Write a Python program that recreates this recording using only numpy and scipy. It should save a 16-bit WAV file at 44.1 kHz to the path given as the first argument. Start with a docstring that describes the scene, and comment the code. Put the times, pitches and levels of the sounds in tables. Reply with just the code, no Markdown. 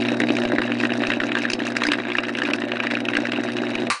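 """Mains-driven sparks crackle in a jar of frothing liquid on a workbench. From the start, over the
hum of the supply, an arc strikes every half-cycle, hard on one polarity and weak on the other: it
cracks in the jar's resonances and sizzles, and its vapour bubble thumps the liquid column. Small
bubbles burst in its wake, and the heaviest arcs knock the bench. Near halfway one large bubble hoots.
At 3.9 s the current stops and a switch clacks, ringing briefly in the workshop."""
import sys
import numpy as np
from scipy import signal
from scipy.fft import rfft, irfft
from scipy.io import wavfile

SR = 44100
rng = np.random.default_rng(int(sys.argv[2]) if len(sys.argv) > 2 else 0)


def to_wav(s):
    """Save 16-bit WAV."""
    ch = np.atleast_2d(s).T  # columns
    pcm = np.round(np.clip(ch, -1, 1) * 32767)  # PCM
    wavfile.write(sys.argv[1], SR, pcm.astype(np.int16))


N = 176400
TIME = np.arange(N) / SR
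MAINS_HZ, OFF_S = 60, 3.892
CAVITY_HZ, CRACK_S, SIZZLE_S = 2000, 0.00095, 0.0016   # usual cavity pitch; forward-burst half-lengths

# the loudest arcs: (time [s], crack level [dB], sizzle level [dB], cavity pitch [Hz])
LOUD_ARCS = [(0.203, -17, -33, 2100), (0.218, -22.5, -45, 2650), (0.3688, -22.5, -36, 2350),
             (0.453, -20.5, -41.5, 2550), (0.5848, -16, -41, 2000), (0.6187, -17.5, -39, 1730),
             (0.72, -19, -43.5, 2530), (0.836, -17, -48, 1900), (0.853, -18, -41, 2580),
             (1.0368, -18.5, -44.5, 2780), (1.0703, -21.5, -36, 2630), (1.103, -16.5, -41, 1740),
             (1.1192, -16, -41.5, 2750), (1.1367, -21.5, -49.5, 2350), (1.2033, -17.5, -42.5, 1900),
             (1.237, -20, -51, 1830), (1.319, -18.5, -52, 1970), (1.3534, -17.5, -43.5, 1660),
             (1.3698, -19.5, -46, 1690), (1.4531, -18, -43.5, 1730), (1.502, -21.5, -28.5, 2450),
             (1.5188, -27, -34.5, 2250), (1.535, -21.5, -22, 2980), (1.603, -24, -45, 1690),
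             (1.768, -16.5, -27, 2180), (1.8197, -16.5, -39, 1760), (1.837, -19, -26.5, 2050),
             (1.8532, -18.5, -35.5, 1790), (1.8693, -19.5, -26, 1920), (1.8872, -21.5, -37.5, 2270),
             (1.919, -15, -27, 2960), (1.9359, -16.5, -31.5, 2020), (2.1195, -21.5, -51.5, 2300),
             (2.153, -17.5, -46, 1640), (2.1854, -15, -44.5, 2330), (2.2361, -22.5, -39, 1920),
             (2.42, -17.5, -39.5, 1670), (2.4361, -23, -36, 2090), (2.536, -18, -29, 2500),
             (2.7193, -19.5, -52, 2550), (2.8025, -19, -45.5, 2300), (2.8362, -23, -39, 1800),
             (2.8699, -18.5, -38.5, 2240), (2.9122, -20.5, -41.5, 2060), (2.9532, -21, -53.5, 2480),
             (2.971, -21, -44, 1470), (3.053, -20.5, -39.5, 2660), (3.0871, -17.5, -42.5, 2850),
             (3.136, -20.5, -45.5, 2000), (3.1534, -19.5, -50, 1950), (3.17, -14.5, -30, 1920),
             (3.254, -20.5, -45, 2180), (3.32, -21.5, -36, 2030), (3.7541, -21.5, -39, 2330)]
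# cycles in which the forward arc barely strikes: (time [s])
MISFIRE_TIMES = [0.153, 0.186, 0.253, 0.47, 0.57, 0.686, 0.82, 0.886, 0.986, 1.186, 1.303, 1.336, 1.47,
                 1.57, 1.586, 1.736, 1.97, 2.22, 2.32, 2.52, 2.57, 2.67, 2.703, 2.786, 2.82, 2.886, 3.02,
                 3.036, 3.07, 3.303, 3.553, 3.77, 3.886]
# sizzle of the ordinary arcs: (time [s], gain [dB])
SIZZLE_TREND = [(.15, -1), (.9, -1), (2.7, -2.5), (3.5, -2), (3.8, -2.5)]
def arcs():
    """Breakdown, twice a cycle. Rows: time, crack dB, sizzle dB, cavity Hz, thump dB, length factor."""
    cycles = np.arange(int(OFF_S * MAINS_HZ) + 1) / MAINS_HZ + .0032
    trend_db = contour(cycles, SIZZLE_TREND)

    def polarity(delay_s, stretch, crack_db, sizzle_db, thump_db, spread_db):
        late, force, bright, size, pitch = scatter((len(cycles), 5)).T
        return np.array([cycles + delay_s + .0008 * late,
                         crack_db + spread_db * force,
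                         sizzle_db + trend_db + spread_db * (.5 * force + 1.4 * bright),
                         CAVITY_HZ * 2 ** (0.29 * pitch),
                         thump_db + spread_db * .5 * size,
                         np.full(len(cycles), stretch)])

    forward = polarity(0, stretch=1, crack_db=-29.5, sizzle_db=-47, thump_db=14.5, spread_db=4.5)
    reverse = polarity(.0075, stretch=2.05, crack_db=-37.5, sizzle_db=-57.5, thump_db=1.5, spread_db=7)
    levels = slice(1, 3)   # crack and sizzle
    for time in MISFIRE_TIMES:
        forward[levels, np.argmin(abs(cycles - time))] -= 25
    # a reverse arc inherits a share of the forward arc's strength
    reverse[levels] += 0.15 * (forward[levels] - forward[levels].mean(axis=1, keepdims=True))
    both = np.hstack([forward, reverse])
    for loud in LOUD_ARCS:
        both[:len(loud), np.argmin(abs(both[0] - loud[0]))] = loud
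    return both[:, both[0] < OFF_S]


def collapses(times, db, half_s, body):
    """Cavitation: each arc is a flurry of collapses filtered by a body; db is its level over 6 ms."""
    t = np.arange(-.007, .025, 1 / SR)
    trail = from_db(-18.5) * np.exp(-abs(t) / 0.0067) * (t > 0)
    envelope = np.exp(-.5 * (t / half_s[:, None]) ** 2) + trail
    sizes = from_db(4.5 * np.minimum(rng.exponential(1, envelope.shape), 6))
    sound = body(rng.standard_normal(envelope.shape) * sizes * envelope)
    sound = sound / np.sqrt(np.sum(sound ** 2, axis=1, keepdims=True) / (.006 * SR))
    return place(times + t[0], db, sound)


# resonances of the jar: (frequency [Hz], bandwidth [Hz], gain [dB])
JAR_MODES = [(920, 160, -6), (1694, 350, 3.5), (2050, 270, -9.5), (2614, 330, 0), (2960, 110, -13.5)]
def jar(flurry, cavity_hz):
    """Modal response: each strike spot weights the modes anew; a small cavity favours the upper ones."""
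    upper = np.tanh(2 * np.log2(np.array(JAR_MODES)[:, 0] / CAVITY_HZ)) / 2
    tilt_db = 28 * np.outer(np.log2(cavity_hz / CAVITY_HZ), upper)
    weights = from_db(tilt_db + 4 * rng.standard_normal(tilt_db.shape))
    rings = sum((-1) ** k * from_db(db) * weights[:, [k]] * resonate(flurry, hz, width)
                for k, (hz, width, db) in enumerate(JAR_MODES))
    return cut(cut(rings, 945, "high"), 3670, "low", order=4)


def cavities(times, db, hz, half_s=0.0011, rise_per_s=66):
    """Bubble resonance: each arc's vapour cavity rings briefly, rising in pitch as it shrinks."""
    t = np.arange(-.006, .006, 1 / SR)
    turns = hz[:, None] * (t + rise_per_s * t * t / 2) + rng.random((len(hz), 1))
    chirps = np.sin(2 * np.pi * turns) * np.exp(-.5 * (t / half_s) ** 2)
    return place(times + t[0], db, rms_one(chirps) / np.sqrt(2))


# spectrum of the sizzle: (frequency [Hz], gain [dB])
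SIZZLE_SPECTRUM = [(3600, 1.5), (5100, 4.5), (6200, -1), (7200, -9), (10000, -15.5)]
def sizzle(flurry, band_hz=687, scatter_db=6):
    """Brief pulses radiate broadband: the treble of each arc, with peaks and dips of its own."""
    band = np.fft.rfftfreq(flurry.shape[1], 1 / SR) / band_hz
    bands_db = scatter_db * rng.standard_normal((len(flurry), 64))
    gain = from_db([np.interp(band, np.arange(len(row)), row) for row in bands_db])
    return colour(irfft(rfft(flurry) * gain, flurry.shape[1]), SIZZLE_SPECTRUM)


def glass_wall(flurry):
    """Forced vibration: one mode of the glass rings under every arc."""
    return resonate(flurry, hz=3827, width=117)


# resonances of the liquid column: (frequency [Hz], bandwidth [Hz], gain [dB])
COLUMN_MODES = [(254, 53, -12), (299, 39.2, 2.5), (348.6, 26, -3.5), (490, 91, -15.5), (587, 53.6, -7),
                (661, 39, -9)]
# size of the vapour bubbles: (time [s], level [dB])
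VAPOUR_LEVEL = [(0, -23.5), (.45, -24.5), (.75, -29), (1.05, -25), (1.2, -27.5), (1.8, -27.5), (2.3, -31),
                (2.6, -29), (3.2, -28.5), (3.85, -26)]
def thumps(times, db, lead_s=0.00207, jitter_s=0.00037, scatter_db=7):
    """Impulse response: each arc's vapour bubble pushes the liquid column, which rings in its modes."""
    chance = scatter((len(times), len(COLUMN_MODES) + 1))
    starts = times - lead_s + jitter_s * chance[:, -1]
    column = sum(resonate(place(starts, db + mode_db + scatter_db * chance[:, k]), hz, width)
                 for k, (hz, width, mode_db) in enumerate(COLUMN_MODES))
    column = cut(cut(column, 178, "high"), 867, "low", order=4)
    return rms_one(column) * from_db(contour(TIME, VAPOUR_LEVEL) - 0.5)


# bubbles thrown off by the arcs: (lowest pitch [Hz], highest pitch [Hz], rate [1/s],
# ring to -60 dB [cycles], level [dB], exponent on arc strength [-])
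LARGE_BUBBLES = (429, 897, 700.5, 6, -42.5, 0.9)
SMALL_BUBBLES = (1547.5, 3000, 801.5, 26, -38.5, 0.54)
FINE_BUBBLES = (4298, 9998.5, 1799, 28.5, -53, 1)
def bubbles(times, arc_db, kind, wake_s=0.005):
    """Damped oscillators: bubbles burst at random and ring, louder in the wake of a strong arc."""
    low_hz, high_hz, per_s, cycles, db, exponent = kind
    wake = signal.lfilter([1], [1, -np.exp(-1 / (wake_s * SR))], place(times, arc_db) + 1e-18)
    bursting = rng.random(N) < per_s / SR
    sizes = from_db(5 * np.minimum(rng.exponential(1, N), 3))
    kicks = bursting * wake ** exponent * sizes * rng.choice([-1, 1], N)
    pitches = np.geomspace(low_hz, high_hz, 20)
    chosen = rng.integers(0, len(pitches), N)
    rings = sum(low_hz / hz * ring(kicks * (chosen == k), hz, cycles / hz)
                for k, hz in enumerate(pitches))
    return from_db(db) * rms_one(cut(rings, [low_hz * 0.75, high_hz * 1.2], "band"))


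def gulp(start_s=1.845, hz=301, swell_s=0.029):
    """A large bubble resonates low: one short hoot swells and dies away."""
    age = np.maximum(TIME - start_s, 0)
    envelope = age / swell_s * np.exp(1 - age / swell_s)
    return from_db(-22.5) * envelope * np.sin(2 * np.pi * hz * age)


# blow that rings the switch case: (time [s], level [dB])
SWITCH_BLOW = [(3.9017, -17)]
# modes of the case: (frequency [Hz], relative level [dB], decay to -60 dB [s])
CASE_MODES = [(963, -4, 0.16), (1067, 3, 0.17), (1170, 6, 0.15), (1317, -5, 0.1), (2230, 0.5, 0.095),
              (3940, -5, 0.14), (4500, -9, 0.15), (8780, -8, 0.21), (9600, -10, 0.16)]
# spectrum of its tick and rattle: (frequency [Hz], relative level [dB])
RATTLE_SPECTRUM = [(300, -34), (850, -17.5), (1140, -7), (1510, -11.5), (2590, -11), (3380, -25),
                   (4210, -13.5), (4940, -21), (10000, -29.5), (13000, -62)]
def switch():
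    """Impact excitation: a sharp tick, then the case rings in its modes and rattles."""
    times, db = np.transpose(SWITCH_BLOW)
    blow = place(times, db)
    rings = sum((-1) ** k * from_db(mode_db - 8.5) * ring(blow, hz, t60)
                for k, (hz, mode_db, t60) in enumerate(CASE_MODES))
    age = np.maximum(TIME - times[0], 0)
    rattle = from_db(-18) * decay(age, t60=0.23)
    tick = from_db(-20.5) * np.exp(-age / 0.00098)
    return rings + noise(RATTLE_SPECTRUM) * (rattle + tick) * (age > 0)


# blows of the heaviest arcs on the bench: (time [s], level [dB])
BENCH_BLOWS = [(.453, -28), (.586, -31), (1.08, -29), (1.204, -37), (1.536, -33), (1.87, -34), (2.187, -36),
               (3.171, -33), (3.755, -36)]
def bench(hz=42.4):
    """Damped free vibration: the bench top swings dully after each blow."""
    blows = place(*np.transpose(BENCH_BLOWS))
    return cut(ring(blows, hz, t60=0.066), 2 * hz, "low")


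# partials of the supply hum: (frequency [Hz], level [dB])
HUM_PARTIALS = [(120, -41.5), (240, -31), (360, -38.5), (600, -47.5)]
# course of the hum: (time [s], gain [dB])
HUM_TREND = [(0, 4.5), (1, 2.5), (1.35, -1), (2.3, -3.5), (3.85, 1)]
def hum(waver_db=1.16, sag_db=-4.5, sag_s=0.017):
    """Even harmonics of the mains waver, and sag when a heavy arc loads the supply."""
    load = sum(np.exp(-.5 * ((TIME - time) / sag_s) ** 2) for time, _ in BENCH_BLOWS)
    gain_db = contour(TIME, HUM_TREND) + sag_db * load
    return sum(np.sqrt(2) * from_db(db + gain_db + waver_db * drift(MAINS_HZ / 2))
               * np.sin(2 * np.pi * hz * TIME) for hz, db in HUM_PARTIALS)


# spectrum of the froth: (frequency [Hz], relative level [dB])
FROTH_SPECTRUM = [(25, -1), (80, -4.5), (160, -2), (300, -20), (900, 4.5), (2500, -4.5), (5000, -45),
                  (10000, -36.5)]
def froth(db):
    """Incoherent sources add up to steady noise: the wash of the frothing liquid."""
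    return from_db(db) * noise(FROTH_SPECTRUM)


# spectrum of the reverberation: (frequency [Hz], relative level [dB])
ROOM_SPECTRUM = [(100, 19.5), (300, 6.5), (1500, 1), (4000, -3.5), (10000, -5.5)]
def workshop(x):
    """Diffuse reflection from the bench and the clutter around it gives a short tail."""
    tail = noise(ROOM_SPECTRUM) * decay(TIME, t60=0.12) * (TIME > .003)
    return from_db(-15.5) * signal.fftconvolve(x, tail / np.sqrt(np.sum(tail ** 2)))[:N]


def from_db(db):
    return 10 ** (np.asarray(db) / 20)


def rms_one(x):
    return x / np.sqrt(np.mean(x ** 2) + 1e-20)


def contour(times, table):
    return np.interp(times, *np.transpose(table))


def decay(age, t60):
    return np.exp(-np.log(1000) * age / t60)


def scatter(shape):
    """Uniform chance with unit variance."""
    return rng.uniform(-np.sqrt(3), np.sqrt(3), shape)


def drift(per_s):
    """Slow chance with a spread near 1."""
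    return np.interp(TIME * per_s, np.arange(1000), rng.standard_normal(1000))


def colour(x, spectrum):
    """Filter by a spectrum that falls steeply below its first point."""
    hz, db = np.transpose(spectrum)
    f = np.maximum(np.fft.rfftfreq(x.shape[-1], 1 / SR), 1)
    gain = from_db(np.interp(np.log(f), np.log(hz), db)) * np.minimum(f / hz[0], 1) ** 6
    return irfft(rfft(x) * gain, x.shape[-1])


def noise(spectrum):
    return rms_one(colour(rng.standard_normal(N), spectrum))


def resonate(x, hz, width):
    """A second-order resonance with unit peak gain."""
    r, w = np.exp(-np.pi * width / SR), 2 * np.pi * hz / SR
    feedforward = np.array([1, 0, -1]) * (1 - r * r) / 2
    return signal.lfilter(feedforward, [1, -2 * r * np.cos(w), r * r], x + 1e-18)


def ring(x, hz, t60):
    """A damped oscillator: a unit impulse starts a sine of height 1."""
    r, w = decay(1 / SR, t60), 2 * np.pi * hz / SR
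    return signal.lfilter([0, np.sin(w)], [1, -2 * r * np.cos(w), r * r], x + 1e-18)


def cut(x, hz, kind, order=2):
    return signal.sosfilt(signal.butter(order, hz, kind, fs=SR, output="sos"), x)


def place(times, db, sounds=1):
    """Lay one short sound (a row; by default an impulse) at each time, with its gain."""
    sounds = sounds * from_db(db)[:, None]
    at = np.round(times * SR).astype(int)[:, None] + np.arange(sounds.shape[1])
    inside = (at >= 0) & (at < N)
    return np.bincount(at[inside], sounds[inside], N)


def scene():
    """Superposition: arcs, liquid, bench and switch sound in the room, over hum and froth."""
    times, crack_db, sizzle_db, cavity_hz, thump_db, stretch = arcs()
    vapour_db = contour(times, VAPOUR_LEVEL)
    excess_db = crack_db - crack_db.mean()
    cracks = collapses(times, crack_db - 2, CRACK_S * stretch, lambda flurry: jar(flurry, cavity_hz))
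    cracks += cavities(times, crack_db - 6, cavity_hz)
    sizzles = collapses(times, sizzle_db, SIZZLE_S * stretch, sizzle)
    glass_db = -44 + .5 * excess_db + vapour_db - vapour_db.mean()
    glass = collapses(times, glass_db, CRACK_S * stretch, glass_wall)
    gurgle = bubbles(times, vapour_db + thump_db + 0.66 * excess_db, LARGE_BUBBLES)
    pops = bubbles(times, crack_db, SMALL_BUBBLES)
    fizz = bubbles(times, sizzle_db, FINE_BUBBLES)
    liquid = gurgle + pops + fizz + gulp() + thumps(times, thump_db)
    direct = cracks + sizzles + glass + liquid + bench() + switch()
    powered = np.exp(-np.maximum(TIME - OFF_S, 0) / 0.012)
    background = powered * (hum() + froth(db=-45.5)) + froth(db=-62)
    return (direct + workshop(direct) + background)[None]


def record(dry):
    """A steep low-pass filter removes the treble above 10 kHz."""
    return signal.sosfiltfilt(signal.ellip(10, .1, 60, 10050, fs=SR, output="sos"), dry)


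dry = scene()
out = record(dry)
to_wav(out)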